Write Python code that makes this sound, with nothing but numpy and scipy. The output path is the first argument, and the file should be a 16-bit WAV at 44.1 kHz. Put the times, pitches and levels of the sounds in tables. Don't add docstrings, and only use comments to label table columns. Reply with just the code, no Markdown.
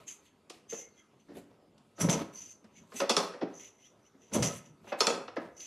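import sys
import numpy as np
from scipy import signal
from scipy.fft import rfft, irfft
from scipy.io import wavfile
from scipy.ndimage import uniform_filter1d

SR = 44100
rng = np.random.default_rng(int(sys.argv[2]) if len(sys.argv) > 2 else 0)


def to_wav(sig):
    pcm = np.clip(np.atleast_2d(sig), -1, 1) * 32767
    pcm = np.round(pcm).astype(np.int16)
    wavfile.write(sys.argv[1], SR, pcm.T)


def convert_level_to_amplitude(level_db):
    exponent = np.asarray(level_db, float) / 20
    return 10 ** exponent


N = 249606


def evened(x):
    return x / np.sqrt(np.mean(x ** 2) + 1e-20)


def read(points, hz):
    f, value = np.transpose(points)
    return np.interp(np.log(hz + 1), np.log(f + 1), value)


def add(mix, s, sound):
    part = mix[round(s * SR):][:len(sound)]
    part += sound[:len(part)]


def wander(count, size, per_s):
    knots = rng.standard_normal((count, round(size / SR * per_s) + 3))
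    at = np.arange(size) / SR * per_s
    return np.array([np.interp(at, np.arange(len(k)), k) for k in knots]) * np.sqrt(1.5)


def resonate(x, hz, width_hz):
    turn = np.exp(2j * np.pi * np.cumsum(hz * np.ones(len(x))) / SR)
    r = np.exp(-np.pi * width_hz / SR)
    return 2 * (turn * signal.lfilter([1 - r], [1, -r], x / turn)).real


def body(x, modes, patchy_db):
    total = np.zeros(N)
    for (hz, width_hz, db), drift in zip(modes, wander(len(modes), N, 14)):
        rung = resonate(resonate(x, hz, width_hz), hz, width_hz)
        total += convert_level_to_amplitude(db + patchy_db * drift) / np.sqrt(width_hz) * rung
    return evened(total)


def slips(per_s, spread_db):
    size = convert_level_to_amplitude(spread_db * np.minimum(rng.exponential(1, N), 4))
    return size * rng.choice([-1., 1.], N) * (rng.random(N) < per_s / SR)


def stroke(s, rise_s, hold_s, db, sag_db_per_s, release_db_per_s):
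    rise_db, step = 25.5, 32
    t = np.arange(0, N, step) / SR - s
    after = np.maximum(t, 0)
    shape_db = rise_db * np.minimum(t, 0) / max(rise_s, .001)
    shape_db -= sag_db_per_s * np.minimum(after, hold_s)
    shape_db -= release_db_per_s * np.maximum(after - hold_s, 0)
    return np.repeat(convert_level_to_amplitude(np.maximum(db + shape_db, -140)), step)[:N]


def played(rows, sag_db_per_s, release_db_per_s, main, side):
    powers = np.array([stroke(*row[:4], sag_db_per_s, release_db_per_s) ** 2 for row in rows])
    side_powers = convert_level_to_amplitude([row[4] for row in rows]) ** 2 @ powers
    return main * np.sqrt(powers.sum(0)) + side * np.sqrt(side_powers)


def banded(x, band_hz, rise_s, order=4):
    t = np.arange(len(x)) / SR
    sos = signal.butter(order, band_hz, "bandpass", fs=SR, output="sos")
    x = signal.sosfilt(sos, x * (1 - np.exp(-(t / rise_s) ** 2)))
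    return x / np.std(x[:round(0.011 * SR)])


def air():
    # frequency in Hz, level in dB per Hz.
    hush = [(20, -17.5), (113, -2), (298, 0.5), (1270, -13.5), (1800, -20), (5500, -25.5), (11900, -33),
            (15600, -56.5)]
    hz = np.fft.rfftfreq(1024, 1 / SR)
    a, b, patches = rng.standard_normal((N // 256 + 5, 513, 3)).T
    patches = evened(uniform_filter1d(uniform_filter1d(patches, 14, 0), 16, 1))
    z = (a + 1j * b) * convert_level_to_amplitude(read(hush, hz)[:, None] + 3.15 * patches)
    return convert_level_to_amplitude(-66) * evened(signal.istft(z, nperseg=1024, noverlap=768)[1][:N])


def garage(x):
    # frequency in Hz, t60 in seconds.
    dying = [(150, 0.48), (500, 0.45), (1500, 0.61), (4000, 0.34), (10000, 0.34)]
    taps = np.zeros(SR)
    at = np.arange(300, SR - 20, 20)
    taps[at + rng.integers(0, 20, len(at))] = rng.choice([-1., 1.], len(at))
    hz, t, z = signal.stft(taps, SR, nperseg=256)
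    tail = signal.istft(z * convert_level_to_amplitude(-60 * t / read(dying, hz)[:, None]), SR, nperseg=256)[1]
    return signal.fftconvolve(x, tail / np.linalg.norm(tail))[:N]


def spread(x):
    # frequency in Hz, left-right likeness [0-1].
    likeness = [(60, 1.0001), (150, .9985), (300, .998), (700, .993), (1300, .982), (2000, .89),
                (4970, 0.93), (9000, .84), (15000, 0.35)]
    # frequency in Hz, gain [ratio].
    left_gain = [(300, 1), (1500, .975), (12000, .955)]
    hz, t, z = signal.stft(x, SR, nperseg=512)
    apart = np.sqrt(np.clip(1.0003 - read(likeness, hz), 0, 1) / 2)[:, None]
    apart = apart * np.exp(2j * np.pi * rng.random(z.shape))
    ports = np.array([z * (read(left_gain, hz)[:, None] + apart), z * (1 - apart)])
    return signal.istft(ports, SR, nperseg=512)[1][:, :N]


def scuffs():
    # full at in seconds, rise in seconds, hold in seconds, level in dB, lower grit in dB relative.
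    brushes = [(0.084, 0.044, 0.076, -65, -2), (0.256, 0.08, 0.0067, -72, 2),
               (1.372, 0.055, 0.0088, -57.5, -2.5), (2.1, 0.022, 0.033, -71, 2),
               (2.975, 0.088, 0.023, -50.5, -1.5), (4.89, 0.1, 0.018, -65, -2.5),
               (4.99, 0.016, 0.013, -50, -3.5), (2.1, .02, .006, -64, 8), (3.2, 0.013, .006, -61, 7.5),
               (2.334, .01, .004, -63, -1), (0.542, .03, 0.025, -69.5, 3.5), (.005, .005, 0.037, -73, 4.5)]
    # frequency in Hz, width in Hz, level in dB.
    grit_high = [(7000, 3500, 0), (10500, 3500, -5)]
    grit_low = [(2500, 1800, 0), (3900, 2000, -1)]
    drive = slips(2500, 1.9)
    return played(brushes, 53, 396.5, body(drive, grit_high, 2.5), body(drive, grit_low, 2.5))


def squeals():
    # start in seconds, length in seconds, start in Hz, end in Hz, level in dB.
    whistles = [(.74, .18, 2120, 2140, -64), (.73, .06, 2670, 2640, -61), (.955, .075, 3280, 3284, -67),
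                (2.342, .026, 10500, 10600, -70), (2.39, .19, 8300, 8530, -74),
                (2.742, .07, 2190, 2220, -69), (3.817, .072, 2610, 3750, -67),
                (4.033, .056, 2520, 3300, -75), (3.15, .17, 13050, 12900, -69),
                (5.01, .11, 12900, 13000, -66), (1.34, .045, 3600, 3600, -70),
                (2.955, .045, 6200, 6150, -54), (.95, .09, 2100, 2100, -69), (2.95, .04, 2650, 2650, -58),
                (.71, .06, 6950, 6900, -57), (3.6, .07, 2150, 2150, -66), (2.025, .02, 8600, 8600, -48)]
    out = np.zeros(N)
    for s, length_s, start_hz, end_hz, db in whistles:
        hz = np.linspace(start_hz, end_hz, round(length_s * SR))
        tone = resonate(resonate(rng.standard_normal(len(hz)), hz, 110), hz, 110)
        add(out, s, convert_level_to_amplitude(db) * evened(tone) * np.hanning(len(hz)))
    return out


def rub():
    # full at in seconds, rise in seconds, hold in seconds, level in dB,
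    # lower squeaks in dB relative.
    rubs = [(.08, 0.015, 0.032, -44.5, -13.5), (.264, 0.03, 0.0035, -68, 1.5),
            (.7, 0.015, 0.12, -42, -15.5), (.986, 0.072, 0.0059, -63, -4), (1.2, 0.016, 0.0077, -72.5, -3),
            (1.968, .015, .01, -62, -10), (2.36, 0.036, 0.16, -46.5, -14.5),
            (2.772, 0.055, 0.015, -60, -4.5), (3.546, 0.018, 0.05, -52, -18),
            (3.598, 0.024, 0.079, -50.5, -9.5), (3.86, 0.17, 0.006, -58, -7.5),
            (4.06, 0.067, 0.01, -68, -4.5), (4.22, 0.039, 0.095, -65.5, -6),
            (4.66, 0.079, 0.012, -62, -2.5), (4.885, 0.046, 0.022, -62.5, 4.5),
            (5.566, 0.006, 0.047, -51, -12.5), (5.615, 0.062, .07, -47, -13)]
    scrapes = [
        (2.012, 0.019, 0.0037, -29, -6.5),
        (2.04, .01, 0.029, -45, 0),
        (2.097, 0.012, 0.041, -32.5, -5.5),
        (2.18, 0.0089, 0.017, -54, -12),
        (2.965, 0.021, 0.054, -45.5, -5),
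        (4.337, 0.012, 0.023, -32.5, -11),
        (4.39, .01, 0.017, -46.5, -10),
        (4.428, 0.011, 0.051, -32, -9),
        (4.5, 0.011, 0.081, -49, -5.5),
    ]
    # time in seconds, frequency in Hz.
    joint = [(.1, 6430), (.3, 6430), (.8, 6230), (2.02, 6000), (2.12, 6080), (2.45, 6160), (3.6, 6140),
             (4.4, 6035), (5.6, 6190)]
    # frequency in Hz, width in Hz, level in dB.
    rub_low = [(2110, 310, 2), (2550, 390, -8), (3300, 75, -9), (2750, 1400, 9.5)]
    rub_high = [(8560, 340, 3.5), (9660, 300, 1.5), (10150, 260, 3.5), (11160, 344, 0), (11920, 460, -4),
                (10500, 2500, 1.5)]
    grind_modes = [(4900, 500, -3), (7480, 800, 5), (8140, 700, 0.5), (10280, 1300, 0.5), (8400, 4400, 5),
                   (12500, 2000, -13)]
    hz = np.interp(np.arange(N) / SR, *np.transpose(joint)) + 45 * wander(1, N, 18)[0]
    drive = slips(3000, 2.5)
    core = evened(resonate(resonate(drive, hz, 380), hz, 380))
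    skirt = body(drive, [(1.087 * hz, 600, 0), (0.75 * hz, 300, -14)], 2.7)
    free = evened(core + .42 * skirt)
    low, high = body(drive, rub_low, 3), body(drive, rub_high, 3)
    loaded = body(drive, [(hz, 520, 0), (1.037 * hz, 900, -3)], 2.5)
    grind = body(slips(4000, 2.5), grind_modes, 4)
    rubbing = played(rubs, 35, 346, free + convert_level_to_amplitude(-20) * high, low)
    scraping = played(scrapes, 57, 598.5, loaded + convert_level_to_amplitude(-4.5) * grind, low)
    return rubbing + scraping


def frame():
    # full at in seconds, rise in seconds, hold in seconds, thump in dB, panel rattle in dB relative.
    jolts = [(.001, .001, .004, -57.5, 2.5), (.318, .06, .01, -90, -9), (.976, .04, 0.0082, -86, -49.5),
             (1.38, 0.12, .015, -50.5, -33), (1.51, .03, 0.038, -64.5, -8), (1.84, 0.12, 0.009, -62.5, -38),
             (2.005, 0.029, 0.04, -41, 3.5), (2.04, 0.021, 0.018, -34, -5), (2.1, 0.035, 0.055, -32, -6),
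             (2.17, 0.022, 0.047, -38.5, -4), (2.28, .02, 0.13, -59, -6), (2.654, 0.038, .01, -77, -17),
             (2.826, 0.13, .01, -57, -12.5), (2.96, 0.1, 0.033, -58, -1.5), (3.2, .05, 0.046, -53, -20),
             (3.5, .02, 0.063, -67.5, 8), (4.352, 0.035, 0.036, -31.5, -2.5), (4.43, 0.031, .04, -32.5, -4),
             (4.47, .01, 0.057, -40.5, -2.5), (4.58, .02, 0.27, -60, -14), (4.834, 0.071, 0.046, -60, -12),
             (5.15, 0.099, 0.086, -55, -16.5), (5.4, .02, .07, -63, 8)]
    # full at in seconds, rise in seconds, hold in seconds, level in dB.
    puff_rows = [
        (2.043, 0.045, .01, -34),
        (2.22, 0.048, .01, -65),
        (4.376, .06, .03, -43),
        (4.486, .04, .01, -60),
        (4.822, .05, 0.0087, -68),
    ]
    # frequency in Hz, width in Hz, level in dB.
    frame_modes = [(112, 39, -8), (155.8, 47, -3), (169.6, 84, 4.5), (211.7, 34, 6), (275.4, 15, -3.5),
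                   (202, 170, 3)]
    panel_modes = [(400, 34, 0.5), (460, 50, -1.5), (568, 175, 1), (655, 230, -11.5), (954, 290, 0.5),
                   (1268, 80, -5), (960, 5500, -9.5)]
    silencer_modes = [(63, 38, -12), (102.1, 25, -6)]
    thump = body(slips(400, 3.9), frame_modes, 2.8)
    rattle = body(slips(900, 2.13), panel_modes, 2.7)
    tremble = convert_level_to_amplitude(-75.5) * (thump + convert_level_to_amplitude(-0.5) * rattle)
    puff_gain = convert_level_to_amplitude(-76.5) + sum(stroke(*row, 0, 256.5) for row in puff_rows)
    puffs = puff_gain * body(slips(250, 8.16), silencer_modes, 0.89)
    return played(jolts, 45.5, 374, thump, rattle) + tremble + puffs


def thud(scuff_db, boom_db, panel_db, hz, decay_s):
    t = np.arange(round(.2 * SR)) / SR
    push, slap, scuff = rng.standard_normal((3, len(t))) * convert_level_to_amplitude(2.3 * wander(3, len(t), 160))
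    fade = np.exp(-t / max(decay_s, .002))
    buzz = 0.28 * np.exp(-t / 0.035)
    tone = np.sin(2 * np.pi * hz * t) + 0.62 * evened(resonate(push, 0.85 * hz, 0.7 * hz))
    boom = convert_level_to_amplitude(boom_db - 7.0) * banded(tone * fade, (min(170, 0.62 * hz), 850), 0.0076)
    panel = convert_level_to_amplitude(panel_db - 8.5) * banded(slap * (fade + buzz), (650, 2150), 0.0021, order=7)
    grit = convert_level_to_amplitude(scuff_db - 26.5) * banded(scuff * fade, (2200, 6000), 0.0091)
    return boom + panel + grit


def padded_blows():
    # start in seconds, boom in dB, panel in dB, boom in Hz, die-away in seconds.
    soft = [(.7232, -33, -44, 460, 0.017), (.7865, -47, -77, 518, 0.013), (1.285, -49.5, -58, 288.2, 0.087),
            (1.305, -46, -68, 440, 0.0097), (1.3546, -43, -57, 280, 0.014), (1.368, -40, -57, 388, 0.0077),
            (1.385, -47, -64, 287, 0.0069), (2.6421, -51.5, -60, 228, 0.0089),
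            (2.9203, -54, -47.5, 626, 0.024), (2.9437, -43.5, -70, 236, 0.013),
            (3.0012, -33, -37.5, 423, 0.0064), (3.0113, -27.5, -35.5, 551.6, 0.026),
            (3.3394, -40, -44.5, 493, 0.018), (3.4121, -33, -42, 519, 0.012),
            (3.419, -29.5, -44, 351, 0.0088), (3.4292, -24, -46, 293, 0.0047),
            (3.444, -36, -54, 422, 0.011), (3.476, -48, -53, 400, 0.012), (4.14, -60, -70.5, 272, 0.032),
            (4.871, -52.5, -57, 562, 0.11), (4.92, -28, -36, 581, 0.012), (5.2832, -40, -47, 507, 0.0072),
            (5.3664, -27.5, -33, 500, 0.0035), (5.3781, -27, -45, 300, 0.0054)]
    stamps = [(2.025, -30, -51, 136, 0.019), (4.358, -30.5, -59, 134, 0.029),
              (1.9821, -46.5, -50, 323, 0.021), (2.0068, -27, -36, 205.5, 0.014),
              (2.0405, -22.5, -43, 170, 0.011), (2.0873, -20, -30, 166, 0.006),
              (2.2092, -29.5, -46, 305, 0.0075), (4.3177, -44.5, -51, 210, 0.032),
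              (4.347, -30.5, -37, 190, 0.016), (4.3695, -21.5, -47, 140, 0.011),
              (4.385, -34.5, -53, 490, 0.035), (4.41, -36, -52, 125, .02), (2.115, -32, -46, 400, .015),
              (2.13, -29, -48, 190, .015), (4.455, -30.5, -48.5, 160, 0.018), (4.317, -44, -63.5, 250, .01),
              (2.075, -30, -52.5, 525, 0.017), (4.438, -29, -47.5, 179.5, 0.017),
              (4.4248, -28, -31, 206, 0.0076)]
    out = np.zeros(N)
    for rows, scuff_db in (soft, 5.5), (stamps, 12.5):
        for s, boom_db, panel_db, hz, decay_s in rows:
            add(out, s - .003, thud(panel_db + scuff_db, boom_db, panel_db, hz, decay_s))
    return out


def pings():
    # start in seconds, frequency in Hz, peak in dB, t60 in seconds.
    rung_modes = [(3.095, 4830, -30.5, .19), (3.0944, 5981, -32, .13), (3.0945, 3500, -24.5, 0.061),
                  (3.0944, 455, -25, 0.1), (3.166, 5380, -31, 0.045), (3.166, 6810, -29.5, .06),
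                  (3.165, 3300, -32, 0.049), (3.166, 5990, -40, 0.28), (5.005, 4305, -25.5, 0.063),
                  (5.005, 5385, -29.5, 0.14), (5.005, 6500, -28, .06), (5.005, 1287, -25, .045),
                  (5.006, 5975, -36.5, 0.19), (5.0684, 3460, -22, 0.065), (5.0684, 3420, -40, 0.27),
                  (5.069, 5975, -35, 0.16), (5.0684, 6790, -39.5, 0.31), (5.0684, 4310, -31, 0.085),
                  (5.0682, 7400, -33, .06), (5.0686, 467, -23.5, 0.1), (3.412, 3520, -52, .06),
                  (3.412, 5330, -51, 0.049), (4.424, 7420, -28, .04), (5.367, 2050, -48, 0.18),
                  (5.367, 1705, -49, 0.27), (5.367, 1302, -45, 0.22), (4.921, 2560, -45, 0.19),
                  (4.921, 2050, -47, .08), (3.001, 4900, -38, 0.056), (3.001, 7800, -40, .04),
                  (3.001, 1283, -31, 0.13)]
    out, t = np.zeros(N), np.arange(round(.4 * SR)) / SR
    shake = wander(2 * len(rung_modes), len(t), 90).reshape(len(rung_modes), 2, -1)
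    for (s, hz, db, t60_s), (p, q) in zip(rung_modes, shake):
        tone = (1 + 0.58 * p) * np.sin(2 * np.pi * hz * t) + 0.49 * q * np.cos(2 * np.pi * hz * t)
        add(out, s, convert_level_to_amplitude(db - 60 * t / t60_s) * tone * (1 - np.exp(-t * hz / 3)))
    return out


def knock(edge_db, body_db, plate_db, contact_s, ring, top_hz):
    # frequency in Hz, level in dB, t60 in seconds.
    struck_modes = [(399, -7, 0.13), (463, -2, 0.12), (508.8, -5, 0.14), (551.3, -5, 0.17), (745, -15, 0.13),
                    (897, -11, 0.44), (1018, -7, 0.23), (1154, -15, 0.17), (1227, -12, 0.2), (1278, -7, .12),
                    (1560, -18, .1), (1980, -12.5, 0.099),
                    (2640, -13, .2), (3450, -2, .11), (4240, -7, .14), (4544, -10, .15), (4815, -9, .14),
             (5220, -13, .12), (5370, -8, .12), (5744, -11, .15), (5995, -7, .13), (6810, -10, .2),
             (7400, -12, .1), (7950, -14, .15), (9150, -20, .18), (9750, -18, .1)]
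    # frequency in Hz, level in dB per Hz.
    contact_colour = [(59, -55.5), (100, -2), (447, -4), (1260, -5.5), (1900, -16), (5510, -19.5),
                      (12000, -31.5), (15500, -65)]
    t, parts = np.arange(round(.5 * SR)) / SR, struck_modes
    bins_hz = np.fft.rfftfreq(len(t), 1 / SR)
    chance = rng.standard_normal(len(parts))
    shake = wander(2 * len(parts), len(t), 70).reshape(len(parts), 2, -1)
    modes, peaks = np.zeros(len(t)), np.zeros(len(bins_hz))
    for (hz, db, t60_s), a, (p, q) in zip(parts, chance, shake):
        tone = (.9 + 0.93 * p) * np.sin(2 * np.pi * hz * t) + 0.85 * q * np.cos(2 * np.pi * hz * t)
        modes += convert_level_to_amplitude(db + 1.2 * a - 60 * t / t60_s) * tone
        peaks += convert_level_to_amplitude(1.2 * a + .7 * db + 4) / (1 + ((bins_hz - hz) / (.02 * hz)) ** 2)
    lumps = .5 + (.15 + 2 * ring) * peaks
    colour = convert_level_to_amplitude(read(contact_colour, bins_hz)) * lumps
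    noise = irfft(rfft(rng.standard_normal(len(t))) * colour, len(t))
    chatter = 0.16 * np.exp(-t / 0.042) * convert_level_to_amplitude(2.4 * wander(1, len(t), 200)[0])
    noise *= np.exp(-t / max(contact_s, .001)) + chatter
    out = np.zeros(len(t))
    for db, band_hz, rise_s in ((body_db, (190, 730), .005), (plate_db, (680, 2700), .002),
                                (edge_db - 11.5, (2400, top_hz), .0005)):
        burst = (1 - ring) * banded(noise, band_hz, rise_s, order=5)
        out += convert_level_to_amplitude(db) * (burst + .75 * ring * banded(modes, band_hz, rise_s))
    return out


def metal_blows():
    # start in seconds, edge peak in dB, body in dB, plate in dB, contact in seconds.
    clanks = [
        (3.0941, -12.5, -29.5, -27.5, 0.016),
        (3.166, -11.5, -28.5, -26, 0.0027),
        (5.005, -12, -29.5, -26, 0.0058),
        (5.0683, -11.5, -31, -28, 0.0031),
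    ]
    # start in seconds, edge peak in dB, body in dB relative, plate in dB relative,
    # contact in seconds.
    ticks = [
        (0.4979, -36.5, -6.5, -11.5, 0.0087),
        (1.779, -56.5, -17, -9, 0.0052),
        (2.0963, -23.5, -4.5, -13.5, 0.003),
        (2.6425, -57.5, -13, -7, 0.004),
        (4.4243, -23, -15.5, -21.5, 0.0036),
        (5.36, -52.5, -4, -2, 0.006),
        (5.604, -40.5, -23, -53, 0.0042),
    ]
    clacks = [(1.287, -66, 10, -4, .005), (1.303, -64, 8, 2, .004), (1.352, -62, 6, 2, .004),
              (1.37, -58, 4, 0, .005), (1.51, -68, 12, 2, .005), (1.98, -60, 12, 10, .006),
              (3.42, -48, 10, 10, .008), (3.001, -25.5, -7.5, -1.5, 0.0056), (3.412, -45.5, -1, 7, .012),
              (3.472, -62, -1, 6, 0.0025), (4.842, -64, 15, 8, 0.003), (4.869, -60, 12, 12, .004),
              (4.921, -46, 10, 12.5, 0.013), (4.927, -43.5, 2.5, 10, 0.0023), (5.279, -41.5, -7, 4, 0.0046),
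              (2.918, -55.5, 3, 7, .006), (4.955, -58, 6, 8, .004), (3.335, -49, -3, 3, .008),
              (5.367, -47.5, 12, 12.5, 0.0073), (5.381, -50.5, 19, 1, 0.0058)]
    out = np.zeros(N)
    for s, *blow in clanks:
        add(out, s, knock(*blow, ring=.3, top_hz=11900))
    for rows, top_hz in (ticks, 11700), (clacks, 5900):
        for s, edge_db, body_db, plate_db, contact_s in rows:
            body_db, plate_db = edge_db + body_db - 7.0, edge_db + plate_db - 7.5
            add(out, s, knock(edge_db, body_db, plate_db, contact_s, 0, top_hz))
    return out


def scene():
    clanks, thuds = metal_blows(), padded_blows()
    steady = rub() + scuffs() + squeals() + frame() + pings()
    sway_per_s = 7
    turn = np.pi * sway_per_s * np.arange(N) / SR
    wet = convert_level_to_amplitude(-8) * clanks + convert_level_to_amplitude(-9.5) * thuds + convert_level_to_amplitude(-13) * steady
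    echo = garage(wet * np.cos(turn)) + garage(wet * np.sin(turn))
    return spread(clanks + thuds + steady + echo + air())


def roll_off(x):
    return signal.sosfilt(signal.butter(12, 15750, fs=SR, output="sos"), x)


def record(dry):
    treble_cut = signal.cheby1(8, 1, 13700, fs=SR, output="sos")
    bass_cut = signal.butter(1, 70, "highpass", fs=SR, output="sos")
    rolled = signal.sosfilt(treble_cut, dry) + 0.023 * dry
    return roll_off(signal.sosfilt(bass_cut, rolled))


dry = scene()
out = record(dry)
to_wav(out)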